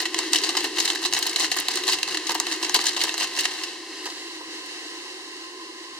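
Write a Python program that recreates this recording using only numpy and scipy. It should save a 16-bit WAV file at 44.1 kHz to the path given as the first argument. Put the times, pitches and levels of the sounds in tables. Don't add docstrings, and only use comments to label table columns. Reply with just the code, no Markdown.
import sys
import numpy as np
from scipy import signal
from scipy.fft import rfft, irfft, next_fast_len
from scipy.io import wavfile
from scipy.ndimage import map_coordinates

SR = 44100
rng = np.random.default_rng(int(sys.argv[2]) if len(sys.argv) > 2 else 0)


def materialize(psi):
    bounded = np.clip(np.atleast_2d(psi).T, -1, 1)
    quanta = np.round(bounded * 32767).astype(np.int16)
    wavfile.write(sys.argv[1], SR, quanta)


N = 264159
TIME = np.arange(N) / SR


def amp(db):
    return 10 ** (np.asarray(db) / 20)


def unit(x):
    return x / np.sqrt(np.mean(x ** 2) + 1e-20)


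def along(points, hz):
    freqs, values = np.transpose(points)
    return np.interp(np.log(hz + 1), np.log(freqs + 1), values)


def curves(rows):
    times, *columns = np.transpose(rows)
    return [np.interp(TIME, times, column) for column in columns]


def wobble(rate):
    return map_coordinates(rng.standard_normal(int(N * rate / SR) + 4), [TIME * rate])


def filtered(x, response):
    size = next_fast_len(N + SR // 2)
    return irfft(rfft(x, size) * response(np.fft.rfftfreq(size, 1 / SR)), size)[..., :N]


# frequency in Hz, left-right correlation.
PORT_LIKENESS = [(60, 0.6), (130, 0.75), (300, 1), (640, 0.91), (1400, 0.79), (3000, 0.55), (7000, 0.096),
                 (15000, 0.12)]

def stereo_noise(spectrum=((1, 0), (2, 0))):
    def shape(hz):
        angle = np.arccos(along(PORT_LIKENESS, hz)) / 2
        return amp(along(spectrum, hz)) * [np.cos(angle), np.sin(angle)]
    mid, side = filtered(rng.standard_normal((2, N)), shape)
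    return unit(np.array([mid + side, mid - side]))


# frequency in Hz, time to fall 60 dB in seconds.
KITCHEN_DECAY = [(300, 0.14), (2000, 0.23), (10000, 0.085)]

def kitchen_echo(x):
    hz, t, spectra = signal.stft(stereo_noise()[:, :SR // 3], SR, nperseg=256)
    decay = amp(-60 * t / along(KITCHEN_DECAY, hz)[:, None])
    tail = signal.istft(spectra * decay, SR, nperseg=256)[1]
    delayed = np.pad(x.mean(axis=0), (130, 0))[None]
    return signal.fftconvolve(delayed, tail / np.linalg.norm(tail[0]), axes=1)[:, :N]


def hum(centre_hz=1040, width_hz=29, level_db=-52.5):
    resonance = lambda f: 1j * f * width_hz / (centre_hz ** 2 - f * f + 1j * f * width_hz)
    return amp(level_db + 1.4 * wobble(5)) * unit(filtered(stereo_noise(), resonance))


# start in seconds, level in dB, time to fall 60 dB in seconds, top of the band in Hz.
CARRY_KNOCKS = [(4.056, -29.5, 0.12, 2600), (4.407, -30, 0.035, 1200)]

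def knocks(attack_s=0.003):
    out = np.zeros((2, N))
    for start, db, t60, top_hz in CARRY_KNOCKS:
        age = (TIME - start).clip(0)
        envelope = amp(db - 60 * age / t60) * (1 - np.exp(-age / attack_s))
        out += envelope * stereo_noise([(250, -32), (450, -1), (top_hz, -1.5), (1.5 * top_hz, -26)])
    return out


# low edge in Hz, high edge in Hz, gain of the rattle in dB, its base 60 dB decay in seconds.
CLICK_BANDS = [(560, 1520, 2.5, 0.065), (1414, 2660, 5, 0.039), (2180, 3940, -5.5, 0.063),
               (6100, 12500, 4, 0.04), (282, 450, 3.5, 0.092), (3560, 7350, -4.5, 0.07)]
FACET_HZ = 4160

def clicks(times, band_db, ring_hz, pan_db, tick, ring, length):
    out = np.zeros((2, N))
    onsets = (times * SR).astype(int)
    sides = amp(np.array([pan_db, -pan_db]) / 2)
    t = np.arange(int(SR * .06)) / SR
    place = lambda rows: np.bincount((onsets[:, None] + np.arange(len(t))).ravel(), rows.ravel(), N)[:N]
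    sharpness = amp(-7 * (length - 0.49))
    length = length[:, None]
    build = 1 - np.exp(-t / (0.003 * length ** 2 + 1e-5))
    for (low_hz, high_hz, rattle_db, t60), level_db in zip(CLICK_BANDS, band_db):
        gains = amp(level_db) * sides
        power = amp(2 * rattle_db - 120 * t / (t60 * length)) * build
        envelope = np.sqrt([place(gain[:, None] ** 2 * power) for gain in gains])
        lumps = unit(amp(2.5 * wobble(350)))
        rattle = envelope * lumps * stereo_noise()
        impulses = np.array([np.bincount(onsets, gain * sharpness, N) for gain in gains])
        band = signal.butter(2, [low_hz, high_hz], "band", fs=SR, output="sos")
        boost = np.sqrt(SR / 2 / (high_hz - low_hz))
        out += boost * signal.sosfilt(band, rattle + tick * impulses)
    ring_envelope = amp(-60 * t / (0.0078 * length)) * (1 - np.exp(-t / 0.000072))
    tone = ring * np.sin(2 * np.pi * ring_hz[:, None] * t) * ring_envelope
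    return out + [place(gain[:, None] * tone) for gain in amp(band_db[5]) * sides * sharpness]


def swarm(level_db, per_second, tick, ring, length, tilt_db, spread_db=5, colour_db=5):
    when, rank = rng.random((int(per_second * N / SR), 2)).T
    chance = rng.standard_normal((len(when), 8)).T
    onsets = (when * N).astype(int)
    size_db = level_db[onsets] - spread_db * np.log(rank + .15)
    band_db = size_db + colour_db * np.tanh(chance[:6]) + np.array(tilt_db)[:, None]
    pan_db = 3 * chance[6]
    ring_hz = FACET_HZ * np.exp(0.247 * chance[7])
    return clicks(onsets / SR, band_db, ring_hz, pan_db, tick, ring, np.full(len(onsets), length))


# time in seconds, base level of the sizzle in dB, base level of the hand rumble in dB.
SIZZLE_AND_HAND = [(0, -34.5, -81), (.9, -38, -64), (2.7, -35.5, -64), (3.5, -37, -75), (4.3, -39, -76),
                   (4.7, -39.5, -79), (5.1, -40, -82), (5.5, -41, -87), (5.99, -40, -85)]

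def handling():
    level_db = curves(SIZZLE_AND_HAND)[1] - 3
    lumps = amp(level_db + 5.5 * wobble(16) + 3.3 * np.array([wobble(16), wobble(14)]))
    return lumps * stereo_noise([(20, -9), (40, -7), (100, -6.5), (200, -4), (400, -33)])


# frequency in Hz, relative spectral level in dB.
OIL_SPECTRUM = [(60, -37), (200, -14), (500, 2.5), (1000, -3.5), (1500, 2), (1900, 6), (2300, 6.5),
                (4000, 2.5), (5200, 2), (7000, -2.5), (11000, -12), (16000, -29)]
POT_AIR_SPECTRUM = [(170, -49), (240, -20.5), (295, -3.5), (322, 7.5), (343, 1), (365, 6.5), (388, -2.5),
                    (450, -8.5), (560, -36), (700, -62)]
# time in seconds, level in dB.
POT_AIR_LEVEL = [(0, -39), (.7, -36.5), (1.2, -40.5), (2, -40.5), (2.8, -40), (3.3, -42.5), (4.5, -43.5),
                 (5.99, -45.5)]

def pot():
    drone_db, sizzle_db = curves(POT_AIR_LEVEL)[0], curves(SIZZLE_AND_HAND)[0]
    fizz = amp(sizzle_db + 0.79 * wobble(3.866) + 1.5 * wobble(11)) * stereo_noise(OIL_SPECTRUM)
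    spits = swarm(sizzle_db - 15, per_second=90, tick=.8, ring=.8, length=1.2,
                  tilt_db=[-15, -10, -1.5, -12, -30, -1.5])
    drone = amp(drone_db + 1.8 * wobble(7)) * stereo_noise(POT_AIR_SPECTRUM)
    return fizz + spits + drone


# moment of full grip in seconds, relative crackle level in dB, hold in seconds.
BAG_SQUEEZES = [(0, -26.5, 0.016), (0.179, -31.5, 0.027), (0.354, -23.5, 0.02), (0.46, -28.5, 0.019),
                (0.579, -29, 0.062), (0.784, -26, 0.08), (0.893, -30, 0.064), (1.034, -26, 0.0073),
                (1.128, -31.5, 0.2), (1.398, -26.5, 0.029), (1.561, -26, 0.026), (1.701, -30, 0.068),
                (1.888, -24, 0.02), (2.103, -29, 0.019), (2.302, -26, 0.033), (2.511, -27.5, 0.0074),
                (2.636, -27.5, 0.011), (2.762, -24, 0.018), (2.872, -25, 0.02), (2.993, -28.5, 0.085),
                (3.197, -27, 0.043), (3.365, -27, 0.08), (3.49, -38, 0.12), (4.07, -36, 0.03)]

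def crackle(grip_db_per_s=324, relax_db_per_s=219):
    power = np.zeros(N)
    for grip, db, hold in BAG_SQUEEZES:
        before, after = (grip - TIME).clip(0), (TIME - grip - hold).clip(0)
        power += amp(db - grip_db_per_s * before - relax_db_per_s * after) ** 2
    level_db = 10 * np.log10(power + 1e-14) - 11.5
    return swarm(level_db, per_second=260, tick=2, ring=1.47, length=0.69,
                 tilt_db=[-8.5, -3.5, 5, -6, -17.5, 6.5])


# start in seconds, relative level in dB.
CREASE_TICKS = [(.0188, -20.5), (.852, -20), (1.1902, -14), (1.27, -16), (1.57, -14), (1.6021, -13.5),
                (1.7568, -22), (1.922, -15.5), (2.3197, -17), (2.3486, -16), (3.409, -13), (4.661, -33)]

def creases(snap_folds, t60=.004):
    t = np.arange(int(SR * .02)) / SR
    out = np.zeros((2, N))
    for start, db in CREASE_TICKS + snap_folds:
        burst = rng.standard_normal((2, len(t))) * amp(-60 * t / t60)
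        burst[[0, 1], [2, rng.integers(5)]] = 5.2
        onset = round(start * SR)
        out[:, onset:onset + len(t)] += amp(db) * burst
    return signal.sosfilt(signal.butter(2, [7500, 14500], "band", fs=SR, output="sos"), out)


# start in seconds, push in dB,
# large panels relative to the push in dB, rattle length as a factor, pitch of the facet in Hz.
FILM_SNAPS = [(0.0547, -19.0, -16, 0.82, 2950), (0.1445, -17.5, -9, 0.31, 2800),
              (0.1892, -18, -15, 0.48, 7500), (0.3327, -14.0, -10, 0.57, 8150),
              (0.3466, -19, -19, 0.4, 3040), (0.3579, -12.5, -39, 0.85, 3020),
              (0.3859, -22.0, -22, 0.66, 6000), (0.4366, -16.5, -20, 1.2, 4600),
              (0.491, -18.0, -11, 0.76, 4000), (0.5514, -26.5, -2.5, 0.66, 3820),
              (0.5694, -15.5, -16, 0.95, 5040), (0.6423, -19, -8.5, 1.3, 2750), (0.77, -24, -11, 1.1, 3700),
              (0.8015, -15.5, -20, 0.95, 7000), (0.877, -19.5, -13, 1.7, 3970),
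              (0.902, -15.5, -12, 0.42, 3800), (0.957, -25.5, -17, 0.58, 4700),
              (1.0506, -15.0, -18.5, 1.2, 3840), (1.1259, -22.5, -10, 0.5, 4430),
              (1.1356, -17.5, -16, 0.41, 6700), (1.1462, -20, -15, 0.94, 6700),
              (1.1657, -17.5, -14, 1.5, 3900), (1.2265, -17.5, -36.0, 0.77, 4430),
              (1.266, -22, -30.0, 1.1, 4130), (1.2954, -24.0, -20.0, 0.65, 7550),
              (1.3318, -28, -24.0, 0.32, 4200), (1.3603, -15, -19, 0.86, 4130),
              (1.398, -16.5, -14, 1.3, 7160), (1.4435, -17.5, -34.0, 1.2, 3000),
              (1.516, -15.5, -18, 1.0, 4230), (1.5694, -25.5, -23.0, 1.6, 3000),
              (1.6843, -15.5, -12.5, 0.45, 4300), (1.7568, -22.5, -14, 0.74, 8600),
              (1.7725, -19.5, -17, 0.59, 4300), (1.8366, -24, -16, 0.88, 3800),
              (1.8788, -18.0, -12.5, 0.63, 4300), (1.8877, -15, -13, 0.84, 4140),
              (1.9234, -18, -18, 0.6, 4140), (1.9314, -15.0, -19, 1.0, 4900),
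              (1.9863, -23, -16.0, 0.45, 2900), (2.0309, -15, -24, 0.32, 4570),
              (2.077, -26, -6, 0.63, 4300), (2.1458, -20.5, -14, 0.76, 4570),
              (2.1721, -20, -17, 0.36, 4100), (2.2698, -22.5, -13, 0.76, 6400),
              (2.2943, -22.5, 2.5, 0.49, 6200), (2.3055, -24.0, -5, 1, 4100),
              (2.3513, -22, -4.5, 0.49, 5130), (2.4004, -16.5, -8, 0.33, 7000),
              (2.4679, -22, -7, 0.55, 4270), (2.6279, -20.5, -9, 0.81, 5570),
              (2.6957, -20.5, -11, 0.47, 6660), (2.7444, -10, -12.5, 1, 4600),
              (2.7902, -23.5, -1.5, 0.5, 4070), (2.8408, -25.5, -6.0, 1, 4800),
              (2.8565, -20, -23, 1.2, 6000), (2.8683, -14, -30.0, 0.69, 7030),
              (2.8912, -20.5, -29.0, 0.45, 4500), (2.9651, -20, -12.5, 1.25, 3700),
              (3.0055, -22, -30.0, 0.42, 3200), (3.0142, -16, -32.0, 0.78, 4600),
              (3.038, -16.5, -15.5, 0.78, 5800), (3.0927, -22, -13.0, 0.45, 2800),
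              (3.1415, -24, -10, 0.46, 6600), (3.1792, -22.5, -14, 0.73, 4120),
              (3.2238, -24.5, -6, 1, 5600), (3.3886, -14, -34.0, 1.06, 2830),
              (3.4541, -16.5, -12, 0.41, 4300), (3.6356, -22.5, -29.0, 0.84, 5270),
              (4.0567, -27, -8.5, 1, 4500)]

def packet():
    starts, push_db, panel_db, length, ring_hz = np.transpose(FILM_SNAPS)
    _, pan, middle_scatter, fold_scatter = rng.standard_normal((len(starts), 4)).T
    large_db = push_db + panel_db
    middle_db = np.maximum(-23 + 0.41 * push_db + 4 * middle_scatter, large_db - 3)
    lean_db = 2.5 * np.log2(ring_hz / FACET_HZ)
    low_db, high_db = push_db - lean_db, push_db + lean_db
    small_db, bag_db = high_db - 15, large_db - 17
    band_db = np.array([large_db, middle_db, low_db, small_db, bag_db, high_db])
    snaps = clicks(starts, band_db, ring_hz, pan_db=1.5 * pan, tick=4.5, ring=2.1, length=length)
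    folds = list(zip(starts, push_db - 10.5 + 5 * fold_scatter))
    return snaps + crackle() + creases(folds)


# time in seconds, lag of the left port in milliseconds, gain of the left port in dB.
CAMERA_TURN = [(0, -0.037, 0.5), (3.7, -0.042, 0.37), (4.3, 0.13, -0.6), (5.99, 0.14, -0.8)]

def scene():
    film = packet()
    echo = amp(-12) * kitchen_echo(film)
    left, right = film + echo + pot() + hum() + knocks()
    lag_ms, left_db = curves(CAMERA_TURN)
    read_at = np.arange(N) - lag_ms * SR / 1000
    left = amp(left_db) * map_coordinates(left, [read_at], order=5, mode="nearest")
    return np.array([left, right]) + handling()


# centre in Hz, width in Hz, gain in dB.
HOUSING_BELLS = [(611, 72, -12.5), (781, 172, 4), (1000, 79, 6.5), (1401, 70, -16.5), (1920, 300, 4),
                 (2400, 194, -22), (2750, 660, 6), (3473, 482, -9.5), (3984, 1410, 7.5)]
# frequency in Hz, gain in dB.
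RIGHT_PORT_SHADE = [(6000, 0), (9000, 2.5), (11000, -2.5), (13000, -11), (16000, -20)]

def record(dry):
    def housing(f):
        bells = [(hz * hz - f * f + 1j * f * width * amp(db / 2))
                 / (hz * hz - f * f + 1j * f * width / amp(db / 2)) for hz, width, db in HOUSING_BELLS]
        return np.prod(bells, axis=0) * amp([0 * f, along(RIGHT_PORT_SHADE, f)])
    coloured = filtered(dry, housing)
    clipped = coloured / (1 + np.abs(coloured) ** 8) ** (1 / 8)
    return filtered(clipped, lambda hz: hz < 16500)


dry = scene()
out = record(dry)
materialize(out)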